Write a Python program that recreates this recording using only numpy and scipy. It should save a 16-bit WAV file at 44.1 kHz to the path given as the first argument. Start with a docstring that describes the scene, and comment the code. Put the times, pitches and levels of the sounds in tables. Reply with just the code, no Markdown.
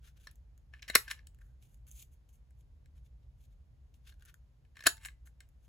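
"""Fingers brush a paper strip over a low rumble and mains hum; then a plastic corner punch bites it twice.
All is close under a camera in a quiet room. The lever creaks shut, the die snaps through, the spring lets go.
Contacts and lever drags are rough forces ringing casing, die and cutting edge; squeaks and spring are dying sines.
Rubs and flicks of the strip, turned by the fingers between bites, are coloured noise grains.
Sparse echoes give the room; shaped noise and wavering sines give the background noise and hum."""
import sys
import numpy as np
from scipy import signal
from scipy.fft import rfft, irfft
from scipy.io import wavfile

SR = 44100
rng = np.random.default_rng(int(sys.argv[2]) if len(sys.argv) > 2 else 0)


def inscribe(sig):
    """Save sig as 16-bit PCM at rate SR to the path in sys.argv[1].

    A 1-D sig is mono; a 2-D sig holds one channel per row.
    Samples are clipped to [-1, 1] before scaling.
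    """
    pcm = np.round(np.clip(np.atleast_2d(sig).T, -1, 1) * 32767)
    wavfile.write(sys.argv[1], SR, pcm.astype(np.int16))


N = 250488  # samples

# Contacts in the punch, from lever ticks to the die breaking through and hitting its stop; shares are
# relative to the blow: [t/s, blow level/dB, thud share level/dB, case share level/dB, edge share level/dB,
# favoured case mode f/Hz, scrape peak t/ms]
PUNCH_CONTACTS = [(0.2703, -42, -21, 1.5, -8, 1300, 1.37), (0.7366, -56.5, -38.5, 14.5, -10, 1940, 1.35),
                  (0.7485, -70, -26, 16.5, -3, 1870, 0.8), (0.7921, -68.5, -9.5, 13, -5, 2820, 2.6),
                  (.8217, -47, -37.5, 0, -6.5, 2570, 1.5), (.826, -41.5, -30.5, 3, -12, 2508, 1.5),
                  (0.8407, -70.5, -10.5, 19, 4, 1760, 0.66), (0.8778, -42.5, -15, 3.5, 0.5, 1930, 7.6),
                  (.899, -33, -4.5, 4.5, -1.5, 1760, 1.6), (0.9517, -16, -15.5, 0, -6, 2100, 0.4),
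                  (.9538, -11, -16.5, -3.5, 6, 1270, .5), (.9563, -10.5, -13, 2, -8, 1734, 0.55),
                  (.9612, -27.5, -16.5, 1.5, -3.5, 1690, 1.5), (1.0789, -47, -32.5, 10.5, -0.5, 1650, 0.97),
                  (1.0838, -44.5, -30.5, -0.5, -9, 1640, 1.06), (1.101, -46, -29, 1, -17, 2830, 0.96),
                  (1.1062, -40.5, -36, 1, -4.5, 1570, 1.5), (1.1116, -30, -40, 0.5, -12.5, 2780, .9),
                  (1.1442, -57.5, -13, 4.5, -9, 1776, 1.5), (1.191, -58, -27, 8.5, -21.5, 1753, 1.05),
                  (1.2701, -52.5, -33, -8.5, 7, 2160, 0.94), (1.3869, -77, -7, 12, 10, 1683, 1.2),
                  (1.4122, -77, -6, 14.5, -2, 1760, 1.3), (2.506, -79, -3, 9, 14, 1678, 1.3),
                  (2.858, -65.5, -20, 4.5, 0.5, 2170, 1.03), (4.123, -62, -21, 2, -12, 1780, 1.3),
                  (4.6493, -75, -9.5, 8.5, 0.5, 2010, 1.56), (4.7565, -63, -26, 6, -10, 1800, .6),
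                  (4.7678, -53, -22, 9.5, -1.5, 1680, 1.55), (4.791, -53, -15.5, 3.5, -6, 1630, 1),
                  (4.806, -45, -17.5, 2, -6, 1750, 1.5), (4.824, -51, -23.5, 9, -11, 1660, 0.6),
                  (4.838, -46, -10.5, 6.5, 2.5, 1640, 1.16), (4.8591, -32.5, -10, 7.5, -1.5, 2080, 1.6),
                  (4.8634, -29.5, -6.5, 8, -5, 1600, 0.72), (4.8665, -18, -9.5, 5, -3, 1550, .65),
                  (4.8694, -14.5, -14, -6.5, 7.5, 1300, .4), (4.8722, -12, -16.5, -2, -2.5, 1295, 0.53),
                  (4.8806, -33, -22.5, -3, -3, 1520, 1.5), (4.9684, -57, -25, 2, 5, 1700, 1.8),
                  (4.9779, -57, -25, 3, -2, 1690, 1.2), (5.0484, -41, -36, 6, -5.5, 2130, 1.35),
                  (5.0574, -50.5, -28, 13.5, -1, 1774, 1.43), (5.0848, -49.5, -33, 9, -14.5, 1767, 1.3),
                  (5.2715, -62, -25.5, 3.5, 4, 1062, 1.12), (5.4044, -51, -24, 0, 3, 2000, 1.32)]
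# The lever drags in its guide, down and up; the row at .946 s is only a short swell of rough noise into the
# bite: [full force t/s, 20 dB rise t/ms, hold t/ms, 20 dB fall t/ms, force level/dB, edge share level/dB]
DRAG_STROKES = [(.738, 19, 30, 60, -67.5, -17.5), (.832, 3, 2, 110, -62, -17.5),
                (.908, 5.2, 1.6, 12, -48, -17), (.946, 12, 4.9, 2.7, -39, -30),
                (1.1, 110, 1.73, 10, -54, -13.5), (1.113, 11, 1.65, 12, -35, -7.5),
                (1.13, 2.9, 2.05, 47, -58, -33.5), (1.16, 10.7, 25.7, 90, -71, -16),
                (4.76, 15, 85, 5, -65, -12), (4.859, 15, 0.95, 2, -40, -14),
                (5.042, 55, 1.84, 5.1, -53.5, -9), (5.056, 13.8, 1.9, 21, -44, 0),
                (5.096, 8.7, 1.7, 63, -67, -32), (5.41, 3, 5, 50, -66.5, -18)]
# Ringing modes of the plastic casing: [f/Hz, width f/Hz, relative level/dB]
CASE_MODES = [(1016, 300, -9.5), (1282, 290, -3), (1570, 210, 0), (1730, 160, 1.5), (2130, 150, -4),
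              (2473, 260, -0.5), (3080, 250, -5)]
# Ringing modes of the die: [f/Hz, width f/Hz, relative level/dB]
DIE_MODES = [(3200, 450, -8), (3920, 400, 0), (4500, 550, -2), (5200, 550, -2), (5900, 700, -4)]
# Ringing modes of the cutting edge: [f/Hz, width f/Hz, relative level/dB]
EDGE_MODES = [(7050, 600, 0.5), (7700, 520, 1), (8052, 260, -0.5), (10570, 840, 2), (11350, 1000, 3),
              (13295, 290, -3.5), (14510, 1300, -2), (16120, 2000, 0)]
# Low modes of hand and casing: [f/Hz, width f/Hz, relative level/dB]
THUD_MODES = [(210, 240, -1), (430, 130, -3), (645, 120, -1), (800, 250, -14)]
# Thin tones after the bites: the casing squeaks near 1750 Hz, the spring rings at the others:
# [t/s, f/Hz, level/dB, decay t60 t/s, rise t/s]
THIN_TONES = [ (.957, 894, -66, .5, .005), (1.068, 1760, -46, .08, .012), (1.172, 1750, -58, .08, .01),
              (4.873, 894, -61, .5, .005), (4.873, 2700, -62, .35, .005), (5.09, 2010, -72, .4, .005)]
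# Fingers slide over paper and plastic: [full pressure t/s, 20 dB rise t/ms, hold t/ms, 20 dB fall t/ms,
# pressure level/dB, hollow share level/dB, edge share level/dB]
FINGER_RUBS = [(.05, 32, 41, 24, -71.5, -4.5, -2.5), (.172, 18, 6, 20, -75, -2, -4),
               (.2, 6, 69, 14, -76.5, -10, -0.5), (.28, 5, 14, 68, -74, -6, -36),
               (1.418, 16, 2, 10, -77, 10.5, 2), (1.456, 41, 8.4, 88, -89, 8, 6),
               (1.626, 16.5, 2, 77, -75, -24, 2), (1.74, 110, 1.95, 58, -92, 0, 11),
               (1.87, 4.4, 19, 25, -76, -6.5, 9), (1.912, 2.9, 67, 57, -79, -19, 10),
               (1.988, 37, 38, 20, -66.5, -27, 5), (2.134, 33, 1.92, 34.7, -85.5, -23.5, 8.5),
               (2.29, 3.25, 1.86, 26.7, -81, -8, 7), (2.34, 20, 1.85, 43, -82, -19.5, 8.5),
               (2.59, 31, 18.5, 18, -90, -15, 7.5), (2.96, 16.3, 31, 13, -85.5, -5, 0),
               (3.05, 22, 19, 20, -85, -19, 0), (3.23, 10.4, 5, 20, -84.5, -20, -8),
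               (3.42, 48, 37, 14, -82.5, -24, 2), (3.51, 20, 19, 29, -87.5, -8, 0),
               (3.94, 3, 1.67, 49, -80, -18, 2.5), (4.075, 36, 26.2, 20, -65.5, -10, -5),
               (4.115, 3.8, 15, 16, -86, 4, -9), (4.226, 24, 2.1, 18.2, -82, 8, -4.5),
               (4.29, 70, 9.5, 18, -69, 2.5, -4), (5.256, 4, 20, 21, -78, 1, 7),
               (5.644, 45, 2, 89, -85, -6, 3)]
# The strip flicks free of a finger or an edge: [t/s, relative flick level/dB, hollow share level/dB,
# edge share level/dB]
STRIP_FLICKS = [(0.1994, -73.5, -9, -1), (0.313, -60, -20, 12.5), (.3567, -73, -1, 20),
                (0.5778, -65, -1, 8.5), (1.3466, -64, 1, 7), (1.6252, -64.5, -22, 2),
                (1.7437, -64, -9.5, 7.5), (1.8683, -60, -10, 5), (1.908, -61.5, -14, 6.5),
                (1.914, -58, -20.5, 17), (2.291, -68.5, -17, -2), (2.6091, -67, -15, 2),
                (2.9794, -67.5, -18, -9.5), (3.063, -69, -17, -4.5), (3.44, -67.5, -20, -1),
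                (3.9421, -61.5, -15.5, -4), (4.1414, -63, -3, 0.5), (4.197, -67.5, 0.5, 3),
                (4.2092, -65, -9.5, 1.5), (4.2234, -55.5, 1, 1), (4.252, -59, -9, 8.5),
                (4.2575, -56, -17, 7), (4.3421, -54.5, 4.5, 7.5), (5.4894, -72, -10, 13.5)]
# Colour of skin friction: [f/Hz, relative density level/dB]
SKIN_COLOUR = [(1800, -23), (2300, -4.5), (2900, -5), (3400, -4), (4200, -9.5), (6000, -13), (7000, -60)]
# Colour under cupped hands: [f/Hz, relative density level/dB]
HOLLOW_COLOUR = [(800, -37), (1200, -6), (1500, 4.5), (1900, 0), (2300, -31)]
# Bright colour of the paper edge: [f/Hz, relative density level/dB]
PAPER_COLOUR = [(5000, -50.5), (6200, 4), (8000, 1.5), (11000, 1), (14000, 4), (16000, -15)]
# Decay of the room: [f/Hz, t60 t/s]
ROOM_DECAY = [(250, .1), (800, .16), (1600, .14), (4000, .15), (8000, .165), (14000, .16)]
# Colour of the background noise, with its top end cut off: [f/Hz, relative density level/dB]
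BACKGROUND_COLOUR = [(18, -40.5), (30, -9), (43, 0), (64, 3), (92, -14), (123, -9.5), (181, -26.5),
                     (236, -29), (367, -39), (489, -38), (1160, -48), (1350, -49.5), (1540, -49.5),
                     (3370, -54.5), (15300, -64.5), (15900, -85)]
# Left-right likeness of the background noise: [f/Hz, likeness/1]
BACKGROUND_LIKENESS = [(60, 0.97), (130, .8), (290, .6), (640, 0.21), (1400, 0.041), (3400, 0.2),
                       (5500, 0.1), (6500, .93)]
# Slow swell of the bass: [t/s, relative level/dB]
RUMBLE_SWELL = [(0.0, -59), (0.52, -60.5), (1.939, -58), (2.259, -62), (2.82, -57), (4.26, -60.5),
                (4.54, -63.5), (4.93, -58.5), (5.17, -62), (5.68, -61)]
# Mains hum: [f/Hz, rms level/dB before it wavers]
MAINS_HUM = [(60, -65.5), (120, -76)]

PUNCH_PAN_DB = 2.5  # left minus right, casing and die
PUSH_MS = 0.14  # peak time of the short blow that the hand takes
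FLICK_MS = 1.3  # time constant of the dying flick
SLOPE_DB = 20  # a stroke swells by this much in its rise time and dies by it in its fall time
RUMBLE_REFERENCE_DB, BACKGROUND_LEVEL_DB = -54.5, -57.5
PORT_LEAD_S, PORT_HZ = 10 / SR, 6100  # right side early by this, above this resonance
TOP_HZ = 16100


def contacts():
    """Each contact is a short rough scrape that rings casing, die and cutting edge by its own shares."""
    out = np.zeros((2, N))
    t = np.arange(1024) / SR
    grits = rng.standard_normal((len(PUNCH_CONTACTS), 3, 1024))
    places = rng.standard_normal((len(PUNCH_CONTACTS), len(DIE_MODES)))
    thud_body, edge_body = ringing(THUD_MODES), ringing(EDGE_MODES)
    pan = gain_of(np.array([[.5], [-.5]]) * PUNCH_PAN_DB)
    push = (t * np.exp(-1000 * t / PUSH_MS))[None]
    for row, grit, place in zip(PUNCH_CONTACTS, grits, places):
        s, blow_db, thud_db, case_db, edge_db, favoured_hz, scrape_ms = row
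        u = t / (max(scrape_ms, .1) / 1000)
        # each side faces another part of the casing
        force = (grit[0] + .45 * grit[1:]) * u * np.exp(-u)
        shared_force = force[[0, 0]]
        # the place of contact favours some modes: case modes lose 14 dB per octave from the favoured one
        case_body = ringing([(f, w, d - 14.0 * abs(np.log2(f / favoured_hz))) for f, w, d in CASE_MODES])
        die_body = ringing([(f, w, d + 2.5 * p) for (f, w, d), p in zip(DIE_MODES, place)])
        die = struck(force, die_body, blow_db)
        thud = struck(push, thud_body, blow_db + thud_db)
        case = struck(force, case_body, blow_db + case_db)
        edge = struck(shared_force, edge_body, blow_db + edge_db)
        # the scrape starts slightly ahead of its listed time
        add(out, s - .0006, pan * (die + case) + thud + edge)
    return out


def struck(force, body, peak_db):
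    """A force rings a body; the louder side peaks at the given level."""
    ring = signal.fftconvolve(force, body[None], axes=1)
    return gain_of(peak_db) * ring / abs(ring).max()


def thin_tones():
    """Casing squeaks near 1750 Hz and spring rings at the other pitches, all dying sines."""
    out = np.zeros(N)
    t = np.arange(SR // 2) / SR
    for s, hz, db, t60, rise in THIN_TONES:
        envelope = gain_of(db - 60 * t / t60) * np.minimum(t / rise, 1)
        add(out, s, envelope * np.sin(2 * np.pi * hz * t))
    return out


def drags():
    """Uneven slips, as of the lever in its guide, ring the same casing, die and cutting edge."""
    force_gain, edge_gain = strokes(DRAG_STROKES)
    bursts_db = 5.7 * np.minimum(rng.exponential(1, N), 5)
    slips = rng.standard_normal(N) * gain_of(bursts_db + 1.0 * wander(110))
    bodies = (CASE_MODES, DIE_MODES, EDGE_MODES)
    case, die, edge = (evened(signal.oaconvolve(slips, ringing(m))[:N]) for m in bodies)
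    body = gain_of(-4.5) * case + gain_of(-13.5) * die
    return force_gain * body * gain_of([[1.2], [-1.2]]) + edge_gain * edge


def rubs():
    """Dense uneven grains of skin on paper, with sudden flicks; pressure flutters."""
    flutter_db = 1.8 * wander(50) + 1.2 * wander(250)
    # rows: skin, hollow, paper edge
    drive = strokes(FINGER_RUBS) * gain_of(flutter_db + np.array([[0], [0], [2.0]]))
    t = np.arange(1024) / SR
    for s, db, hollow_db, edge_db in STRIP_FLICKS:
        shares = gain_of(db - 5.5 + np.array([[0], [hollow_db], [edge_db]]))
        add(drive, s, shares * np.exp(-1000 * t / FLICK_MS))
    bursts_db = 1.1 * np.minimum(rng.exponential(1, N), 5)
    grain = evened(rng.standard_normal((3, N)) * gain_of(bursts_db))
    wide = 0.72 * grain[0] + 0.56 * grain[1:]  # shared grain plus one of each side's own
    skin = coloured(drive[0] * wide, SKIN_COLOUR) + coloured(drive[1] * wide, HOLLOW_COLOUR)
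    return skin * gain_of([[1.5], [-1.5]]) + coloured(drive[2] * grain[0], PAPER_COLOUR)


def room(x):
    """Sparse taps of random sign: quick returns from the table top, then the weaker, slower room."""
    taps = np.zeros((2, SR // 2))
    at = np.arange(60, SR // 2 - 10, 10)
    at = at + rng.integers(0, 10, (2, len(at)))
    np.put_along_axis(taps, at, rng.choice([-1., 1.], at.shape), 1)
    hz, t, z = signal.stft(taps, SR, nperseg=128)
    z[1, hz > PORT_HZ] = z[0, hz > PORT_HZ]  # one port hears the treble for both sides
    table_top = gain_of(-60 * t / 0.016)
    slow_room = gain_of(-7.0 - 60 * t / read(ROOM_DECAY, hz)[:, None])
    tail = signal.istft(z * (table_top + slow_room), SR, nperseg=128)[1]
    tail = tail / np.linalg.norm(tail[0])
    return signal.fftconvolve(x.mean(0)[None], tail, axes=1)[:, :N]


def room_tone():
    """Smooth hiss from random spectra; the bass swells slowly and carries a wavering hum."""
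    frames, hz = N // 1024 + 5, np.fft.rfftfreq(4096, 1 / SR)
    a, b, c, d = rng.standard_normal((frames, 2049, 4)).T
    same = np.clip(read(BACKGROUND_LIKENESS, hz), -1, 1)[:, None]
    left = a + 1j * b
    right = same * left + np.sqrt(1 - same ** 2) * (c + 1j * d)
    s, db = np.transpose(RUMBLE_SWELL)
    swell_db = np.interp(np.arange(frames) * 1024 / SR, s, db) - RUMBLE_REFERENCE_DB
    bass_swell_db = swell_db / (1 + (hz[:, None] / 250) ** 2)  # the swell fades out above 250 Hz
    z = np.array([left, right]) * gain_of(read(BACKGROUND_COLOUR, hz)[:, None] + bass_swell_db)
    noise = signal.istft(z, nperseg=4096, noverlap=3072)[1][:, :N]
    t = np.arange(N) / SR
    hum = np.zeros(N)
    for f, db in MAINS_HUM:
        level = np.sqrt(2) * gain_of(db + 2.5 * wander(1.5))
        hum += level * np.sin(2 * np.pi * (f * t + .07 * wander(1.4)))
    return gain_of(BACKGROUND_LEVEL_DB) * evened(noise) + hum


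def strokes(rows):
    """Each stroke swells, holds and dies; gives its gain, then the gain of each share of it."""
    t = np.arange(-SR // 2, SR // 2) / SR * 1000  # ms from full force
    pad = np.zeros((len(rows[0]) - 4, N + SR // 2))  # half a second of lead-in
    for s, rise, hold, fall, db, *shares_db in rows:
        drop = np.maximum(-t / max(rise, 1), 0) + np.maximum((t - hold) / max(fall, 1), 0)
        add(pad, s, gain_of(db - SLOPE_DB * drop + np.array([0, *shares_db])[:, None]))
    return pad[:, SR // 2:]


def ringing(modes, size=2048):
    """Impulse response of decaying modes, neighbours in opposite sign."""
    t = np.arange(size) / SR
    out = np.zeros(size)
    for k, (f, width, db) in enumerate(modes):
        out += (-1) ** k * gain_of(db) * np.exp(-np.pi * width * t) * np.sin(2 * np.pi * f * t)
    return out


def coloured(x, spectrum):
    """Gives x a spectrum that leaves the power of white noise as it is."""
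    gain = evened(gain_of(read(spectrum, np.fft.rfftfreq(N, 1 / SR))))
    return irfft(rfft(x) * gain, N)


def wander(hz):
    """Slow chance below hz, rms 1."""
    return evened(signal.resample(rng.standard_normal(int(2 * hz * N / SR) + 2), N))


def gain_of(db):
    """Level in dB to amplitude."""
    return 10 ** (np.asarray(db) / 20)


def evened(x):
    """Scales to rms 1."""
    return x / np.sqrt(np.mean(x ** 2) + 1e-20)


def read(points, hz):
    """Reads a curve at hz, straight between its points on a log frequency axis."""
    f, value = np.transpose(points)
    return np.interp(np.log(hz + 1), np.log(f + 1), value)


def add(mix, s, sound):
    """Lays a sound into the mix at s seconds, cut at the end."""
    part = mix[..., round(s * SR):][..., :sound.shape[-1]]
    part += sound[..., :part.shape[-1]]


def scene():
    """Punch, thin tones, fingers and drags close by, their room echo, and the room tone."""
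    near = contacts() + thin_tones() + rubs() + drags()
    return near + gain_of(-7.5) * room(near) + room_tone()


def record(dry):
    """Above the port resonance the right side is inverted and early; then the bass cut and the band limit."""
    hz = np.fft.rfftfreq(N, 1 / SR)
    inverted_early = 2 * np.pi * hz * PORT_LEAD_S - 3 * np.pi
    slight_lag = -.55 * np.minimum(hz / 2000, 1)
    turn = np.where(hz > PORT_HZ, inverted_early, slight_lag)  # phase of the right side, radians
    bass_cut = 1 / (1 + (33 / (hz + 1)) ** 8)
    pair = irfft(rfft(dry) * bass_cut * np.exp(1j * np.array([0 * turn, turn])), N)
    band_limit = signal.firwin(301, TOP_HZ, window=("kaiser", 9), fs=SR)
    return signal.oaconvolve(pair, band_limit[None], "same")


dry = scene()
out = record(dry)
inscribe(out)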